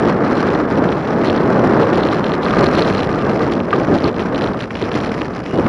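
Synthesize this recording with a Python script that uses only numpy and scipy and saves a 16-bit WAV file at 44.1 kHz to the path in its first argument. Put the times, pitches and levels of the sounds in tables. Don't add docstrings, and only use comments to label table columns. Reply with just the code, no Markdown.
import sys
import numpy as np
from scipy import signal
from scipy.fft import rfft, irfft
from scipy.io import wavfile

SR = 44100
rng = np.random.default_rng(int(sys.argv[2]) if len(sys.argv) > 2 else 0)


def generate_wav(signal):
    frames = np.transpose(np.atleast_2d(signal))
    scaled = np.clip(frames, -1, 1) * 32767
    pcm = np.round(scaled).astype(np.int16)
    wavfile.write(sys.argv[1], SR, pcm)


N = 250488
TIME = np.arange(N) / SR

# time_s, level_db
AIRFLOW = [(0, 1), (.45, 1.3), (1.05, -2), (1.78, 2.5), (2.36, -0.5), (2.6, 1), (2.82, 1.9), (3.08, -2),
           (3.28, -3.5), (3.6, -5), (3.95, -3), (4.25, -5), (4.46, -1), (4.7, -13), (4.98, -4), (5.3, -9),
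           (5.51, -12.5), (5.68, 1)]
# start_s, length_s, boost_db
GUSTS = [(0.03, 0.071, 2.5), (0.778, 0.13, 3.5), (1.09, 0.44, 2), (1.55, 0.062, 4.5), (1.635, .21, 2.5),
         (1.94, 0.135, 2.5), (2.56, 0.09, 4), (3.22, 0.41, 3.5), (3.735, 0.11, 5), (3.88, 0.09, 6),
         (4.035, 0.064, 5.5), (4.34, 0.012, 5), (4.752, 0.012, 5), (4.818, 0.016, 8.5), (4.96, 0.015, 6),
         (5.53, 0.087, 7), (5.64, 0.06, 0)]
# start_s, length_s, dip_db
LULLS = [(.14, 0.092, -1.2), (.64, 0.048, -1), (1.865, 0.057, 0), (2.205, 0.026, -1), (2.36, 0.059, -1),
         (3.61, 0.071, -4.5), (4.11, 0.055, -6), (4.28, 0.079, -1), (4.485, 0.087, -.5), (4.665, 0.043, -1),
         (5.155, .052, 0), (5.28, 0.02, -0.5), (5.42, 0.026, -4)]
# start_s, length_s, boost_db
TEARS = [(.03, 0.086, 3), (.35, 0.069, 3.5), (1.243, 0.053, 5.5), (1.93, 0.68, 3.5), (2.59, 0.3, 4.5),
         (2.89, 0.16, 4.6), (3.18, 0.26, 1.5), (3.51, 0.032, 6), (3.73, 0.047, 2.5), (3.94, 0.052, 4.5),
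         (4.04, 0.054, 3), (4.34, 0.14, 2.5), (4.59, 0.026, 7), (4.75, 0.076, 4), (4.915, 0.15, 4)]
def wind_envelopes():
    flow_db = curve(AIRFLOW)
    gust_db = swells(GUSTS, edge_s=0.013)
    lull_db = swells(LULLS, edge_s=0.019)
    tear_db = 0.19 * flow_db + 11.4 * lull_db + swells(TEARS, edge_s=0.0083)
    return flow_db, gust_db, lull_db, np.maximum(tear_db, -7)


# frequency_hz, gain_db
BUFFET_EQ = [(30, -36.5), (60, -24.5), (100, -8.5), (180, 0.5), (310, 0.5), (480, -2), (700, -9),
             (1000, -15.5), (1600, -27.5), (3000, -71), (7000, -87)]
def buffet(swirl, push_db, level_db=-16.0):
    pressure = colour(rng.standard_normal(N) * flutter(swirl, depth_db=1.0), BUFFET_EQ)
    low = butterworth(pressure, 260)
    body = butterworth(pressure, [260, 470], "bandpass")
    tilt = undb(0.12 * push_db)
    body_boost = undb(0.23 * push_db) - 1
    return (low / tilt + (pressure - low) * tilt + body * body_boost) * undb(level_db + push_db)


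# frequency_hz, gain_db
RUSH_EQ = [(100, -22), (400, -1), (800, -0.5), (1020, -1), (1220, 1.1), (1400, -3), (1650, -5),
           (2000, -10.5), (2500, -21.5), (4000, -34), (7000, -55.5), (10000, -59)]
def rush(swirl, drive_db, level_db=-23.0):
    air = colour(rng.standard_normal(N) * flutter(swirl, depth_db=2.5), RUSH_EQ)
    return air * undb(level_db + drive_db)


# frequency_hz, gain_db
HISS_EQ = [(600, -3.5), (1500, 9), (2500, 6.5), (3400, -7), (4200, -12.5), (4800, -2.5), (5800, -4.5),
           (6500, -16), (7300, -14.5), (8200, -35.5), (9200, -25), (10300, -19), (11500, -49)]
# frequency_hz, gain_db
CAVITY_EQ = [(2000, -23), (2900, -0.5), (3350, -1.5), (3650, -18), (3950, 5), (4300, 8), (4600, -19),
             (5500, -27)]
def tearing_hiss(swirl, tear_db, flow_db, hiss_db=-37.5, ring_db=-52):
    sputter = rng.standard_normal(N) * flutter(swirl, depth_db=5) * flutter(walk(500), depth_db=5)
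    hiss = colour(sputter, HISS_EQ) * undb(hiss_db)
    ring = colour(sputter, CAVITY_EQ) * undb(ring_db + 0.91 * tear_db + 0.39 * flow_db)
    return (hiss + ring) * undb(tear_db)


def eddy_chirp(hz, length_s, glide, phase_turns):
    progress = np.linspace(0, 1, max(int(length_s * SR), 8))
    pitch_hz = hz * (1 + glide * (.25 - (1 - progress) ** 2))
    return np.sin(np.pi * progress) ** 2 * np.sin(2 * np.pi * (phase_turns + np.cumsum(pitch_hz) / SR))


# time_s, level_db, pitch_hz, pop_count
EDDIES = [(0.2623, -19.5, 2980, 1), (0.376, -17, 2770, 1), (0.488, -20, 3430, 2), (.5502, -18.5, 3320, 1),
          (.891, -18, 3000, 2), (0.9255, -18, 3400, 2), (1.2474, -24, 2900, 1), (1.265, -23, 3400, 3),
          (1.274, -14, 3200, 1), (1.2861, -18, 3100, 2), (1.3002, -8, 3130, 1), (1.351, -17, 2700, 1),
          (1.379, -18, 3500, 2), (1.821, -14, 2780, 1), (1.833, -16, 3180, 1), (1.936, -19.5, 3130, 2),
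          (1.99, -24, 3200, 2), (2.008, -21, 3200, 2), (2.034, -14, 3570, 3), (2.0884, -13.5, 3100, 1),
          (2.1154, -21, 3200, 2), (2.2434, -15, 3200, 2), (2.2663, -17, 3400, 2), (2.3206, -14, 3400, 1),
          (2.3433, -19, 3600, 2), (2.4312, -14.5, 3300, 1), (2.4556, -12.5, 3400, 1), (2.486, -11, 2580, 1),
          (2.51, -13.5, 2860, 2), (2.592, -22, 3100, 1), (2.6394, -17, 3760, 3), (2.6625, -14, 3470, 1),
          (2.6677, -12, 3470, 1), (2.768, -15, 3300, 2), (2.78, -15, 3400, 1), (2.785, -13, 3420, 1),
          (2.7906, -12, 3480, 1), (2.7942, -9, 3460, 1), (2.8222, -8, 3420, 1), (2.8264, -13.5, 3600, 1),
          (2.848, -15, 3400, 1), (2.851, -16, 3400, 1), (2.8778, -13, 3220, 1), (2.9017, -16, 3100, 1),
          (2.9278, -18, 3600, 1), (2.9503, -12, 3200, 1), (2.9618, -20, 3300, 1), (2.9789, -19, 3500, 1),
          (2.9824, -14, 3700, 1), (2.992, -18, 2870, 1), (3.0046, -12, 3180, 1), (3.0083, -13.5, 3180, 1),
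          (3.0323, -9, 2950, 1), (3.094, -20, 2800, 1), (3.1158, -16.5, 2860, 1), (3.19, -17, 2800, 1),
          (3.423, -16.5, 3400, 1), (3.524, -13.5, 3200, 1), (3.6036, -16, 2890, 1), (3.7078, -15, 2500, 1),
          (3.737, -15, 2600, 3), (3.952, -21, 3400, 2), (3.986, -15, 3450, 1), (4.0427, -10.5, 3940, 1),
          (4.054, -24, 3200, 3), (4.0605, -16, 3400, 1), (4.0657, -23, 3400, 1), (4.07, -22, 2800, 1),
          (4.0752, -26, 3300, 2), (4.0827, -20, 3500, 1), (4.089, -25, 3000, 2), (4.144, -21.5, 3400, 1),
          (4.164, -24, 3100, 1), (4.1948, -14, 2550, 1), (4.207, -21, 3180, 2), (4.227, -22, 3200, 1),
          (4.3474, -15, 3270, 2), (4.3582, -19, 3320, 2), (4.3906, -21, 2800, 3), (4.42, -12, 3060, 1),
          (4.4423, -18, 3380, 2), (4.474, -16, 3250, 1), (4.536, -22, 3280, 1), (4.6072, -14, 3140, 1),
          (4.624, -18, 3080, 1), (4.641, -13.5, 2670, 1), (4.707, -16, 2160, 2), (4.7553, -16, 3060, 2),
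          (4.7714, -25, 2900, 1), (4.7915, -22, 2900, 1), (4.825, -12.5, 2830, 1), (4.842, -20, 3100, 1),
          (4.9173, -13, 2750, 2), (4.9417, -15, 3470, 1), (5.0046, -17, 3020, 1), (5.038, -23, 3300, 1),
          (5.061, -28, 3200, 1), (5.094, -21, 3300, 2), (5.218, -12, 2470, 1), (5.462, -18, 2600, 1),
          (5.586, -23, 2900, 2), (5.665, -20, 2600, 2)]
def eddy_pops(length_s=0.0014, gap_s=0.0027, cavity_hz=4150):
    chirps, snaps, pushes, rings = np.zeros((4, N))
    pop_shape, ring_shape = puff(0.00043), puff(0.00076)
    for time_s, db, hz, pops in EDDIES:
        ring_db = db - 13 + 18 * np.log2(hz / 3300)
        for k, (late, detune, phase) in enumerate(np.clip(rng.standard_normal((pops, 3)), -1.5, 1.5)):
            start_s = time_s - length_s / 2 + gap_s * (k - (pops - 1) / 2 + 0.2 * late)
            chirp = eddy_chirp(hz * np.exp(0.14 * detune), length_s, glide=0.54, phase_turns=phase)
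            ring_hz = cavity_hz * (1 + 0.025 * detune)
            ring = ring_shape * np.sin(2 * np.pi * ring_hz * TIME[:len(ring_shape)])
            add(chirps, start_s, undb(db - 3.5) * chirp)
            add(snaps, start_s, undb(db - 11) * pop_shape)
            add(pushes, start_s, undb(db - 7.5) * pop_shape)
            add(rings, start_s, undb(ring_db) * ring / np.sqrt(pops))
    snaps *= colour(rng.standard_normal(N), HISS_EQ)
    pushes *= colour(rng.standard_normal(N), RUSH_EQ)
    burst = chirps + rings + snaps + pushes
    dull = butterworth(burst, 4450, order=10)
    return dull + 0.55 * (burst - dull)


def eddy_crackle(tear_db, count=1100, centre_hz=3250, length_s=0.0015, chirp_db=-45, snap_db=-44):
    chirps, snaps = np.zeros((2, N))
    timings = rng.random((count, 2))
    shapes = np.clip(rng.standard_normal((count, 3)), -2, 1.6)
    for (when, phase), (size, detune, stretch) in zip(timings, shapes):
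        start_s, gain = when * N / SR, undb(5.5 * size)
        hz = centre_hz * np.exp(0.18 * detune)
        chirp = eddy_chirp(hz, length_s * np.exp(0.21 * stretch), glide=0.99, phase_turns=phase)
        add(chirps, start_s, gain * chirp)
        add(snaps, start_s + length_s / 4, gain * puff(0.00045))
    snaps = colour(snaps * rng.standard_normal(N), HISS_EQ)
    return (unit(chirps) * undb(chirp_db) + snaps * undb(snap_db)) * undb(tear_db)


# start_s, level_db
KNOCKS = [(2.462, -6.5), (2.486, -15), (2.536, -6), (2.572, -7.5), (3.405, -9), (3.7285, 0), (3.7327, -13),
          (4.048, -11.5)]
# pitch_hz, level_db, t60_s
PART_MODES = [(1200, -3.5, 0.052), (1585, -5, 0.025), (1800, -13, 0.015), (2220, -22, 0.016),
              (2680, -20.5, 0.024), (4180, -33, 0.018)]
# time_s, level_db
BUZZ = [(2.35, -70), (2.46, -38), (2.62, -23), (2.85, -43), (3.3, -25.5), (3.5, -78)]
def loose_part(contact_s=0.00068):
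    t = TIME[:SR // 10]
    ring = sum(undb(db) * np.sin(2 * np.pi * hz * t) * np.exp(-np.log(1000) * t / t60_s)
               for hz, db, t60_s in PART_MODES)
    hit = ring * (1 - np.exp(-(t / contact_s) ** 2))
    rattle = unit(signal.fftconvolve(rng.standard_normal(N), hit)[:N]) * undb(curve(BUZZ))
    for start_s, db in KNOCKS:
        add(rattle, start_s, undb(db) * hit)
    return rattle


# time_s, pitch_hz, level_db
WHINE = [(5.36, 2940, -72), (5.43, 2945, -60), (5.48, 2905, -49), (5.545, 2870, -45), (5.59, 2925, -46),
         (5.615, 2925, -64), (5.68, 2925, -80)]
def whine(waver=0.0067):
    hz = curve(WHINE) * (1 + waver * walk(180))
    return np.sqrt(2) * np.sin(2 * np.pi * np.cumsum(hz) / SR) * undb(curve(WHINE, column=2))


CARS = [2.85, 4.53, 5.6]
# frequency_hz, gain_db
RUMBLE_EQ = [(15, -25.5), (30, -16), (60, -8.5), (100, -3), (135, -4.5), (250, -24), (600, -59)]
def rumble(wind_db, level_db=-33.0, car_db=5, reach_s=0.61):
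    beside_car = sum(np.exp(-((TIME - time_s) / reach_s) ** 2) for time_s in CARS)
    bed = colour(rng.standard_normal(N), RUMBLE_EQ)
    return bed * undb(level_db + 0.67 * wind_db + car_db * beside_car)


def undb(db):
    return 10 ** (np.asarray(db) / 20)


def unit(x):
    return x / np.sqrt(np.mean(x ** 2))


def curve(table, column=1):
    rows = np.array(table)
    return np.interp(TIME, rows[:, 0], rows[:, column])


def swells(table, edge_s):
    return sum(db * np.clip(.5 + np.minimum(TIME - start_s, start_s + length_s - TIME) / edge_s, 0, 1)
               for start_s, length_s, db in table)


def puff(peak_s):
    age = TIME[:SR // 30] / peak_s
    return age * np.exp(1 - age)


def colour(x, eq):
    hz, db = np.transpose(eq)
    bins_hz = np.maximum(np.arange(N // 2 + 1) * SR / N, 1)
    gain = undb(np.interp(np.log(bins_hz), np.log(hz), db))
    return unit(irfft(rfft(x) * gain, N))


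def butterworth(x, hz, kind="lowpass", order=2):
    return signal.sosfiltfilt(signal.butter(order, hz, kind, fs=SR, output="sos"), x)


def walk(rate_hz):
    bins_hz = np.arange(N // 2 + 1) * SR / N
    return unit(irfft(rfft(rng.standard_normal(N)) * np.exp(-2 * (bins_hz / rate_hz) ** 2), N))


def flutter(motion, depth_db):
    return unit(undb(depth_db * 2 * np.tanh(motion / 2)))


def add(track, start_s, sound):
    i = int(np.clip(start_s * SR, 0, N - 1))
    track[i:i + len(sound)] += sound[:N - i]


def scene():
    swirl = unit(walk(26) + 4.6 * walk(240))
    flow_db, gust_db, lull_db, tear_db = wind_envelopes()
    wind = buffet(swirl, push_db=0.71 * flow_db + gust_db + 0.31 * lull_db)
    wind += rush(swirl, drive_db=flow_db + 0.27 * gust_db + lull_db)
    wind += tearing_hiss(swirl, tear_db, flow_db) + eddy_crackle(tear_db) + eddy_pops()
    return (wind + rumble(flow_db + gust_db) + loose_part() + whine())[None]


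def record(dry, top_hz=10800):
    high_cut = signal.ellip(10, .2, 80, top_hz, fs=SR, output="sos")
    return signal.sosfilt(high_cut, np.clip(dry, -1, 1))


dry = scene()
out = record(dry)
generate_wav(out)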